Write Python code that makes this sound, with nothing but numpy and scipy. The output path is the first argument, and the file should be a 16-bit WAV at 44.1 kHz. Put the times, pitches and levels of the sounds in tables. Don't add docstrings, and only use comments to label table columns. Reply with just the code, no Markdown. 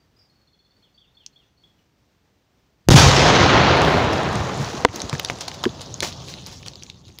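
import sys
import numpy as np
from scipy import signal
from scipy.io import wavfile
from scipy.ndimage import uniform_filter1d

SR = 44100
rng = np.random.default_rng(int(sys.argv[2]) if len(sys.argv) > 2 else 0)


def dump(signal):
    limited = np.clip(np.atleast_2d(signal).T, -1, 1)
    pcm = np.round(limited * 32767).astype(np.int16)
    wavfile.write(sys.argv[1], SR, pcm)


def rack_gain(trim_db):
    fader = np.asarray(trim_db, float)
    return 10 ** (fader / 20)


N = 317520
T = np.arange(N) / SR

# [f/Hz, level/dB per Hz]
STILL_TONE = [(12, -48), (20, -31), (49, -1.5), (117, -0.5), (244, -6), (404, -10), (583, -13), (839, -15),
              (1080, -17.5), (5830, -24), (10200, -40), (13500, -37), (15000, -30), (16500, -50)]
# [f/Hz, level/dB]
MIC_TONE = [(20, -18), (60, 1.5), (6500, 1.5), (7400, -5), (8200, -12.5), (11000, -16), (13800, -27),
            (15000, -15.5), (15600, -23), (15900, -49), (17000, -55)]

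# trills of one repeated note [t/s, spacing/s, level/dB, f/Hz], and notes in each
TRILLS = [
    (.3002, .0586, -58.5, 4290),
    (.4838, .059, -61.5, 3420),
]
TRILL_COUNTS = (10, 5)
# [length/s, arch/Hz, fall/Hz]
TRILL_SHAPES = [(.028, 150, 320), (0.033, 45, 60)]
LONG_SHAPE = (.1, 150, 120)
DIVE_SHAPE = (0.05, 350, 100)
FLAT_SHAPE = (.045, 22, 20)
BUZZ_SHAPE = (0.08, 123, 150)
DROP_SHAPE = (.07, -180, 1500)
# [t/s, level/dB, f/Hz]
LONGS = [
    (.9447, -57, 4450),
    (1.1473, -59, 4260),
    (1.3294, -61, 4240),
    (1.5753, -60.5, 4320),
]
DIVES = [
    (.832, -58, 3240),
    (.98, -49.5, 3210),
    (1.172, -48.5, 3230),
    (1.362, -49, 3230),
]
FLATS = [
    (.004, -64, 4660),
    (1.08, -59, 3550),
    (1.27, -68, 3500),
    (1.46, -68, 3480),
    (1.48, -73, 5950),
    (1.639, -49, 3340),
    (1.7, -63, 3350),
    (1.79, -70, 5870),
    (1.79, -65, 2900),
]
BUZZES = [
    (.19, -59, 5350),
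    (.165, -60, 4850),
    (.19, -54, 4900),
    (.21, -56, 4750),
]
DROPS = [
    (.842, -57, 3450),
    (1.015, -53, 3400),
    (1.205, -52, 3350),
    (1.395, -55, 3350),
]

# [t/s, level/dB, coarseness 0-1]
SHOWER = [
    (3.3, -27.5, 0.15),
    (4.18, -33.5, 0.13),
    (4.69, -29.5, 0.56),
    (4.94, -32.5, 0.56),
    (5.42, -34, 0.32),
    (5.67, -39.5, 0.2),
    (6.4, -40, 0.16),
    (6.87, -49.5, 0.25),
    (7.2, -54, 0.36),
]
# [f/Hz, level/dB per Hz]
FINE_TONE = [(290, -35), (500, -5), (1000, -12), (1110, -8), (1220, -17), (2320, -12), (3900, -7),
             (7000, -11), (9100, -41.5), (15400, -120)]
COARSE_TONE = [(180, -33), (300, -9), (445, -2.5), (557, -9), (745, -5.5), (1380, -12.5), (3620, -15),
               (7000, -10.5), (9100, -42), (15400, -120)]
# [f/Hz, level/dB]
FAR_TONE = [(1000, -0.5), (1400, -7.5), (2200, -9.5), (3300, 0), (7000, -1.5), (9000, -4.5), (16000, -7.5)]
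# [t/s, over/s]
THINNING = (4.77, 2.7)
DRIFT = (5.3, .4)
GRIT_HZ = [2900, 3400, 4000, 4500, 5100, 5700, 6300, 6900]
# [t/s, level/dB, decay/s, coarseness 0-1]
CLODS = [(3.8, -23.5, 0.14, 0.25), (4.1, -27.5, 0.086, .3), (4.3, -32, 0.11, 0.4), (4.58, -26, 0.1, .4),
         (4.925, -27, .05, 0.4), (5.127, -25, .012, 0.9), (5.194, -24, 0.0035, 0.1),
         (5.298, -20, .006, 0.8), (5.406, -16.5, 0.0097, 0.34), (5.415, -40, 0.012, .7),
         (5.479, -12.5, 0.0053, 0.55), (5.54, -25.5, 0.0092, 0.03), (5.637, -11.5, 0.0057, 0.5),
         (5.805, -24, 0.019, 0.27), (6.022, -9.5, 0.024, 0.57), (6.065, -25, 0.021, 0.2),
         (6.271, -27, 0.039, .1), (6.468, -29, 0.022, 0.15), (6.51, -30, 0.032, 0.5),
         (6.657, -27, 0.022, 0.6), (6.82, -36, 0.023, 0.6), (7.078, -37, .012, .7)]

# [t/s, peak level/dB,
# f/Hz]
TICKS = [(6.2896, -29, 8630), (6.3001, -26, 8290), (6.3405, -33, 8750), (6.4208, -35, 10100),
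         (6.4687, -22, 14500), (6.495, -36, 11000), (6.5685, -42, 9610), (6.5855, -43, 10400),
         (6.6304, -39, 11000), (6.6633, -30, 9710), (6.672, -38, 11000), (6.8329, -31, 10000),
         (6.8329, -33, 13000), (7.0803, -47, 9210), (6.718, -37, 3600), (6.893, -40, 4000),
         (6.945, -40, 4600), (7.0085, -45, 4500), (7.0525, -38, 4800), (7.102, -42, 2500),
         (7.125, -41, 6300), (7.162, -45, 6200), (7.178, -40, 4500), (7.1875, -27, 9800),
         (7.1875, -38, 6500), (7.1866, -15, 14600)]
# [t/s, peak level/dB, f/Hz, t60/s]
PINGS = [(4.134, -21, 5000, .008), (4.18, -24, 4800, .008), (4.3555, -24, 6400, .008),
         (7.068, -36, 125, .12), (4.599, -20, 140, .15), (4.737, -24, 330, .05), (4.8535, -20, 3500, .008),
         (4.8865, -26, 2000, .01), (4.8975, -30, 2900, .01), (5.036, -28, 250, .08),
         (5.0962, -24, 1100, .015), (5.116, -32, 1500, .01), (5.1365, -20, 150, .07),
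         (5.139, -30, 1500, .012), (5.147, -30, 1200, .01), (5.152, -22, 1700, .008),
         (5.1978, -20, 3100, .008), (5.1985, -26, 6600, .012), (5.2485, -16, 5800, .01),
         (5.2486, -16, 3700, .012), (5.259, -28, 4600, .012), (5.2865, -24, 5000, .008),
         (5.2866, -27, 3200, .006), (5.2995, -15, 1300, .006), (5.2993, -20, 2900, .006),
         (5.306, -28, 900, .012), (5.631, -26, 850, .012), (5.6395, -21, 5000, .012),
         (5.6405, -19, 3400, .015), (5.642, -15, 1100, .012), (5.654, -19, 1650, .016),
         (5.6543, -21, 3100, .009), (5.664, -25, 1000, .015), (5.692, -33, 3500, .015),
         (6.3387, -32, 2100, .006)]
# [t/s, peak level/dB, f/Hz]
SNAPS = [(3.771, -33, 9360), (3.8178, -27, 10200), (4.1323, -29.5, 9560), (4.2333, -32, 8800),
         (4.3279, -36, 9200), (4.3548, -29, 8530), (4.5766, -32, 9840), (4.8487, -25, 15400),
         (4.959, -23, 14900), (5.0182, -25.5, 8600), (5.0957, -30, 8540), (5.1964, -16.5, 14700),
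         (5.2314, -36, 10200), (5.2476, -21, 10500), (5.2852, -41, 8510), (5.297, -42, 9650),
         (5.387, -39, 8820), (5.408, -29, 9240), (5.4803, -33, 8600), (5.5387, -36, 15400),
         (5.6374, -36, 15100), (5.816, -31, 8600), (5.9412, -43, 8510), (6.0045, -20.5, 8700),
         (6.0265, -27, 14700), (6.469, -29, 11500), (6.6636, -48, 9700), (6.6824, -35, 8300),
         (6.8332, -50, 10100), (7.187, -30, 14900)]
# [t/s, peak level/dB, ring f/Hz]
CHIPS = [(1.2364, -52, 3270), (1.263, -20.5, 6140), (5.003, -15, 4270), (5.2486, -15, 4600),
         (5.2583, -22, 4610), (5.2869, -23, 4660), (5.4101, -18, 6360), (5.5154, -21, 3200),
         (5.631, -21, 6700), (5.809, -25, 5020), (5.9418, -14.5, 6600), (6.0052, -8, 4070),
         (6.126, -21, 3830), (6.285, -24, 3650), (6.3387, -21.5, 4250), (6.4216, -33, 4340),
         (6.4631, -17.5, 5350), (6.6274, -29, 4540), (6.6312, -28.5, 2450), (6.662, -25, 3550),
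         (6.683, -19.5, 4400), (6.7352, -29, 3800), (6.7562, -24.5, 4430), (6.824, -29, 3450),
         (6.8344, -18, 6060), (6.8653, -30, 3400), (6.8994, -20.5, 3830), (7.0816, -32, 4550),
         (7.1876, -28, 4100)]
# [thud level/dB against the click, thud f/Hz]
CHIP_THUD = (-44, 270)
# [t/s, peak level/dB, ring f/Hz, thud level/dB against the click, thud f/Hz]
STONES = [(3.8183, -8, 1860, -10, 115), (3.8494, -9, 2480, -8, 168), (4.1299, -17, 2270, -3, 205),
          (4.2304, -23, 1980, -1, 320), (4.356, -20.5, 1940, 0, 177), (4.4101, -20.5, 1520, -2, 135),
          (4.599, -30, 1790, -4, 138), (4.8864, -18, 1980, -2, 102), (4.897, -27, 2970, 2, 161),
          (4.9436, -25, 4470, 3, 355), (4.96, -15, 6370, -11.5, 213), (5.018, -10, 6140, -29, 170),
          (5.0958, -14, 4900, -13, 755), (5.1291, -14, 1100, -4, 142), (5.151, -21.5, 1570, -17, 204),
          (5.1973, -12.5, 2900, -6, 1240), (5.2991, -9, 2200, -10, 700), (5.4825, -12.5, 4430, -12.5, 815),
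          (5.6391, -11, 3270, -4.5, 1180), (5.6538, -15, 1670, -11.5, 810), (5.6929, -28, 3430, -5, 229),
          (6.025, -17.5, 3850, -6, 415), (6.03, -13, 1800, -1, 500)]
# [f/Hz, level/dB, t60/s]
STONE_BLOW = (4.8495, 14.2, 0.00026)
STONE_MODES = [(291, -13.5, 0.064), (484, -3.5, 0.032), (700, 1, 0.012), (943, 1, 0.017), (1470, 0.5, 0.01),
               (2000, -2, 0.011), (2586, -6, 0.008), (4428, -23, .006)]
LOG_BLOW = (5.657, -10, 0.0095)
LOG_MODES = [(234, -3, 0.046), (366.4, 6.5, 0.032), (444, -5.5, 0.042)]

# [t/s, level/dB]
ROAR = [
    (2.9035, -3.5),
    (2.915, -5.5),
    (3.13, -11.5),
    (3.6, -14.5),
    (4.08, -21),
    (4.71, -32.5),
    (5.4, -41.5),
    (6.11, -45.5),
    (7.1, -66.5),
]
# [f/Hz, level/dB per Hz]
ROAR_TONE = [(120, -24), (200, -5.5), (243, -5), (415, -3.5), (481, -4), (730, -3.5), (1380, -8),
             (2150, -11.5), (3480, -11.5), (7000, -12), (9100, -36), (15400, -120)]
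# [f/Hz, loss/dB per second]
AIR_LOSS = [(300, 1.5), (1000, 1), (2000, 3.5), (4000, 8.5), (7000, 27.5), (10000, 49), (13000, 81),
            (16000, 65)]
# [t/s, level/dB, rise/s, decay/s]
SLOPE_ECHO = (2.958, -.5, .001, 0.1087)
# [t/s, length/s]
BLANKS = [
    (2.9075, .0017),
    (2.9132, .002),
    (2.9475, .0015),
    (2.9518, .002),
    (2.9745, .0012),
]
# [t/s, peak level/dB, f/Hz, t60/s]
ANSWERS = [
    (2.9085, 13, 235, .035),
    (2.9612, 6, 750, .025),
    (2.9748, 12, 110, .06),
    (2.9885, 7, 113, .13),
    (3.0085, 7, 900, .012),
    (3.063, 3, 95, .2),
]

# [t/s, level/dB]
RUMBLE = [
    (2.9, -6),
    (3.05, -10),
    (3.14, -17),
    (3.45, -17.5),
    (4.0, -26),
    (4.6, -30.5),
    (4.95, -47.5),
    (6.25, -40.5),
    (7.2, -54),
]
# [f/Hz, level/dB per Hz]
RUMBLE_TONE = [(12, -70), (20, -23), (30, -8), (67, -2.5), (86, 1), (145, 2.5), (236, -7), (348, -11.5),
               (400, -11), (520, -31.5), (880, -120)]
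# [t/s, level/dB]
THUMPS = [(2.925, -8), (2.965, -3), (3.05, -8), (3.4, -24), (4.03, -36), (4.595, -38), (4.74, -32),
          (5.025, -32), (5.128, -31), (5.298, -36), (5.655, -39.5), (5.88, -56), (6.92, -55),
          (7.075, -49.5)]
# [f/Hz, level/dB, t60/s]
CRATER_BLOW = (2.9138, 14.5, 0.001)
CRATER_MODES = [(95, -9, 0.6), (118, 0, 0.28), (205, -10, 0.3), (300, -14, 0.2), (62, -12, 0.87)]
SLOPE_BLOW = (2.9427, 15, .001)
SLOPE_MODES = [(138, 0, .2), (105, -12, .4)]
FAR_BLOW = (3.0268, 8.5, .002)
FAR_MODES = [(136, 0, .3)]
# [t/s, level/dB, f/Hz, length/s]
GROUND_WAVE = (2.866, -21, 95, .021)
# [t/s, level/dB, rise/s, push length/s]
SHOCKS = [
    (2.8869, 13, 0.00005, 0.0011),
    (2.889, 11, 0.0013, 0.0083),
    (2.8925, 15, 0.00007, 0.0017),
    (2.935, 6, 0.000043, 0.00023),
    (2.946, 2, .00005, .0002),
    (2.962, 5, 0.000065, 0.0003),
]


def evened(x):
    return x / np.sqrt(np.mean(x ** 2) + 1e-20)


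def smooth_noise(size):
    return evened(uniform_filter1d(rng.standard_normal(N), size=size))


def read(points, hz):
    f, value = np.transpose(points)
    return np.interp(np.log(hz + 1), np.log(f + 1), value)


def add(mix, s, sound):
    part = mix[round(s * SR):][:len(sound)]
    part += sound[:len(part)]


def level(rows, column=1):
    rows = np.array(rows)
    return np.interp(T, rows[:, 0], rows[:, column], left=-150)


def coloured(x, tone):
    tone_db = read(tone, abs(np.fft.fftfreq(8192, 1 / SR)))
    log_gain = np.log(rack_gain(np.maximum(tone_db, -100)))
    taps = np.fft.ifft(np.exp(np.conj(signal.hilbert(log_gain)))).real[:4096]
    return signal.oaconvolve(x, taps)[:len(x)]


def ring(x, hz, t60):
    r = np.exp(-np.log(1000) / (t60 * SR))
    pole = r * np.exp(2j * np.pi * hz / SR)
    return (1 - r) * 2 * signal.lfilter([1], [1, -pole], x).real


def grains(per_s, spread_db):
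    size = rack_gain(spread_db * np.minimum(rng.exponential(1, N), 5))
    hits = rng.random(N) < per_s / SR
    return evened(size * rng.choice([-1., 1.], N) * hits)


def damped_tones(rows):
    out, t = np.zeros(N), T[:8000]
    for s, db, hz, t60 in rows:
        add(out, s, rack_gain(db - 60 * t / t60) * np.sin(2 * np.pi * hz * t))
    return out


def knock(blow, modes):
    (s, db, rise), t = blow, T[:SR // 2]
    body = sum(rack_gain(mode_db - 60 * t / t60) * np.sin(2 * np.pi * hz * t) for hz, mode_db, t60 in modes)
    body = body * (1 - np.exp(-(t / rise) ** 2))
    crack = .5 * rng.standard_normal(len(t)) * np.exp(-t / 0.00057) * 0.0001 / rise
    out = np.zeros(N)
    add(out, s, rack_gain(db) * (body / abs(body).max() + crack))
    return out


def leaves(x):
    t = T[:6000]
    scatter = rng.standard_normal(len(t)) * rack_gain(-60 * t / 0.084) * 0.055 * (t > .003)
    return signal.oaconvolve(x, scatter)[:N]


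def thinning(t):
    start_s, over_s = THINNING
    return np.clip((t - start_s) / over_s, .25, 1)


def patches_like(z, hz_bins, frames):
    across_pitch = uniform_filter1d(rng.standard_normal(z.shape), size=hz_bins, axis=0)
    return evened(uniform_filter1d(across_pitch, size=frames, axis=1))


def stillness():
    lumps = rack_gain(1.0 * smooth_noise(4000))
    return rack_gain(-64) * evened(lumps * coloured(rng.standard_normal(N), STILL_TONE))


def song():
    notes = []
    for (s, spacing, db, hz), count, shape in zip(TRILLS, TRILL_COUNTS, TRILL_SHAPES):
        for k in range(count):
            note_db = db + 1.5 * rng.standard_normal()
            note_hz = hz * (1 + 0.014 * rng.standard_normal())
            notes.append((s + k * spacing, note_db, note_hz) + tuple(shape))
    for rows, shape in ((LONGS, LONG_SHAPE), (DIVES, DIVE_SHAPE), (FLATS, FLAT_SHAPE),
                        (BUZZES, BUZZ_SHAPE), (DROPS, DROP_SHAPE)):
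        notes += [tuple(row) + tuple(shape) for row in rows]
    return notes


def birds():
    out = np.zeros(N)
    waver_hz = 72 * smooth_noise(120)
    for s, db, hz, length, arch_hz, fall_hz in song():
        t = T[T < length]
        u = t / length
        pitch = hz + arch_hz * np.sin(np.pi * np.minimum(1.5 * u, 1)) - fall_hz * u ** 2
        pitch = pitch + waver_hz[round(s * SR):][:len(t)]
        flutter = 1 - 0.64 * np.sin(np.pi * 21 * t) ** 6
        shape = np.minimum(u / 0.095, 1) * (1 - u) ** 1.7 * flutter
        add(out, s - .004, rack_gain(db) * shape * np.sin(2 * np.pi * np.cumsum(pitch) / SR))
    t = T[:SR // 2]
    forest = rng.standard_normal(len(t)) * rack_gain(-60 * t / 0.38) * (t > .01)
    return out + rack_gain(-4.5) * signal.oaconvolve(out, forest / np.linalg.norm(forest))[:N]


def patchy(x, depth_db):
    hz, t, z = signal.stft(x, SR, nperseg=512)
    gain = rack_gain(depth_db * thinning(t) * patches_like(z, hz_bins=16, frames=6))
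    return signal.istft(z * gain, SR, nperseg=512)[1][:N]


def grit():
    ticks = sum(evened(ring(grains(per_s=30, spread_db=3), hz, .003)) for hz in GRIT_HZ)
    return rack_gain(level(SHOWER) - 13) * evened(ticks) * (T > 4.0)


def steady_soil(fine, coarse):
    share = np.clip(level(SHOWER, column=2), 0, 1)
    soil = (1 - share) * fine + share * coarse
    away = np.clip((T - DRIFT[0]) / DRIFT[1], .5, 1)
    dull = coloured(soil, FAR_TONE[3:])
    distant = dull + away * (coloured(soil, FAR_TONE) - dull)
    steady = rack_gain(level(SHOWER) - 0.5) * patchy(distant, depth_db=6.0)
    clumps = evened(uniform_filter1d(smooth_noise(1500), size=1500))
    steady *= rack_gain(2 * thinning(T) * clumps)
    return steady * np.clip((T - SHOWER[0][0]) / 0.5, 0, 1)


def shower():
    wide = [(17000, -7.5)]
    fine = evened(coloured(grains(per_s=5000, spread_db=2.5), list(FINE_TONE[:-2]) + wide))
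    coarse = evened(coloured(grains(per_s=3000, spread_db=3.0), list(COARSE_TONE[:-2]) + wide))
    fine_gain, coarse_gain, t = np.zeros(N), np.zeros(N), T[:SR // 4]
    for s, db, decay, share in CLODS:
        rise = 0.31 * decay
        gust = rack_gain(db) * (1 - np.exp(-t / rise)) * np.exp(-t / decay)
        add(fine_gain, s, np.clip(1 - share, 0, 1) * gust)
        add(coarse_gain, s, np.clip(share, 0, 1) * gust)
    clods = fine_gain * fine[::-1] + coarse_gain * coarse
    fall = steady_soil(fine, coarse) + grit() + clods
    return fall + 0.27 * leaves(fall)


def short_ticks():
    return damped_tones([tuple(row) + (.004,) for row in TICKS])


def pings():
    return damped_tones(PINGS)


def snaps():
    out, t = np.zeros(N), T[:600]
    for s, db, hz in SNAPS:
        burst = rng.standard_normal(len(t)) * np.exp(-t / 0.001)
        tick = ring(burst, hz, 0.0049 / 2)
        add(out, s, rack_gain(db + 14) * tick / abs(tick).max())
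    return out


def pieces():
    out, t = np.zeros(N), T[:3000]
    rows = [tuple(row) for row in STONES] + [tuple(row) + tuple(CHIP_THUD) for row in CHIPS]
    for s, db, hz, thud_db, thud_hz in rows:
        burst = rng.standard_normal(len(t)) * np.exp(-t / 0.00095)
        edge = np.diff(burst, prepend=0)
        click = 0.44 * evened(edge) + evened(ring(burst, hz, 0.0021))
        click = signal.lfilter(*signal.butter(3, 0.5 * hz, "high", fs=SR), click)
        snap = np.diff(np.diff(edge, prepend=0), prepend=0)
        snap_db = -34 + 5 * rng.standard_normal() + 8 * np.log2(hz / 4000)
        crack = click / abs(click).max() + rack_gain(snap_db) * snap / abs(snap).max()
        thud = np.sin(2 * np.pi * thud_hz * t) * np.exp(-t * thud_hz / 1.37)
        add(out, s, rack_gain(db + 0.5) * (crack + rack_gain(thud_db) * thud))
    return out + 0.24 * leaves(out)


def debris():
    heavy = knock(STONE_BLOW, STONE_MODES) + knock(LOG_BLOW, LOG_MODES)
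    return pieces() + snaps() + heavy + pings() + short_ticks()


def roar_level():
    s, db, rise, decay = SLOPE_ECHO
    t = np.maximum(T - s, 0)
    return rack_gain(level(ROAR)) + rack_gain(db) * (1 - np.exp(-t / rise)) * np.exp(-(t / decay) ** 2)


def roar():
    tone = list(ROAR_TONE[:-2]) + [(11000, -10.0), (17000, -10.0)]
    echoes = coloured(grains(per_s=6000, spread_db=2.5), tone)
    mid_band = signal.butter(2, [300, 1500], "band", fs=SR, output="sos")
    echoes /= np.std(signal.sosfilt(mid_band, echoes))
    hz, t, z = signal.stft(echoes, SR, nperseg=512)
    patches = patches_like(z, hz_bins=7, frames=10)
    patch_db = (.9 + 3.3 * thinning(t) ** 2) * patches
    air_db = read(AIR_LOSS, hz)[:, None] * np.clip(t - ROAR[0][0], 0, 3.6)
    treble = 1 / (1 + (2800 / (hz[:, None] + 1)) ** 4)
    shine_db = 3 * np.exp(-((t - SLOPE_ECHO[0] - .035) / 0.14) ** 2) * treble
    z = z * rack_gain(shine_db + patch_db - air_db)
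    return roar_level() * signal.istft(z, SR, nperseg=512)[1][:N]


def blanking():
    pinned = sum((T > s) & (T < s + length) for s, length in BLANKS)
    return rack_gain(-20 * uniform_filter1d(pinned * 1., size=15))


def trunk_answers():
    return damped_tones(ANSWERS)


def rumble():
    swell = np.clip((T - RUMBLE[0][0]) / 0.0035, 0, 1)
    gain = rack_gain(level(RUMBLE))
    top_s = .014
    for s, db in THUMPS:
        gain = gain + rack_gain(db) * np.maximum(T - s, 0) / top_s * np.exp(1 - abs(T - s) / top_s)
    return swell * gain * evened(coloured(rng.standard_normal(N), RUMBLE_TONE))


def booms():
    crater = knock(CRATER_BLOW, CRATER_MODES)
    return crater + knock(SLOPE_BLOW, SLOPE_MODES) + knock(FAR_BLOW, FAR_MODES)


def blast():
    out, t = np.zeros(N), T[:2000]
    for s, db, rise, push in SHOCKS:
        u = t / push
        add(out, s, rack_gain(db) * (1 - np.exp(-t / rise)) * (1 - u) * np.exp(-.6 * u))
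    tearing_gas = 2.95 * rng.standard_normal(400) * np.exp(-T[:400] / 0.00073)
    add(out, SHOCKS[0][0], tearing_gas)
    s, db, hz, length = GROUND_WAVE
    t = T[T < length]
    add(out, s, rack_gain(db) * np.sin(2 * np.pi * hz * t) * t / length)
    return out


def scene():
    falling = shower() + debris()
    charge = roar() * blanking() + trunk_answers() + rumble() + booms() + blast()
    return (coloured(birds() + falling + charge, MIC_TONE) + stillness())[None]


def low_pass(x):
    return signal.sosfilt(signal.butter(12, 16830, fs=SR, output="sos"), x)


def record(dry):
    peak_db = 20 * np.log10(abs(dry[0]) + 1e-9)
    fall = T * 160.0
    held_db = np.maximum.accumulate(peak_db + fall) - fall
    over_db = np.maximum(held_db + 3.5, 0)
    over_db = signal.lfilter([.006], [1, -.994], over_db)
    ducked = dry / rack_gain(0.74 * over_db)
    flat = ducked / (1 + abs(ducked) ** 5) ** .2
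    flat = signal.oaconvolve(flat, signal.firwin(255, 16000, fs=SR)[None], "same")
    return low_pass(np.clip(flat, -1, 1))


dry = scene()
out = record(dry)
dump(out)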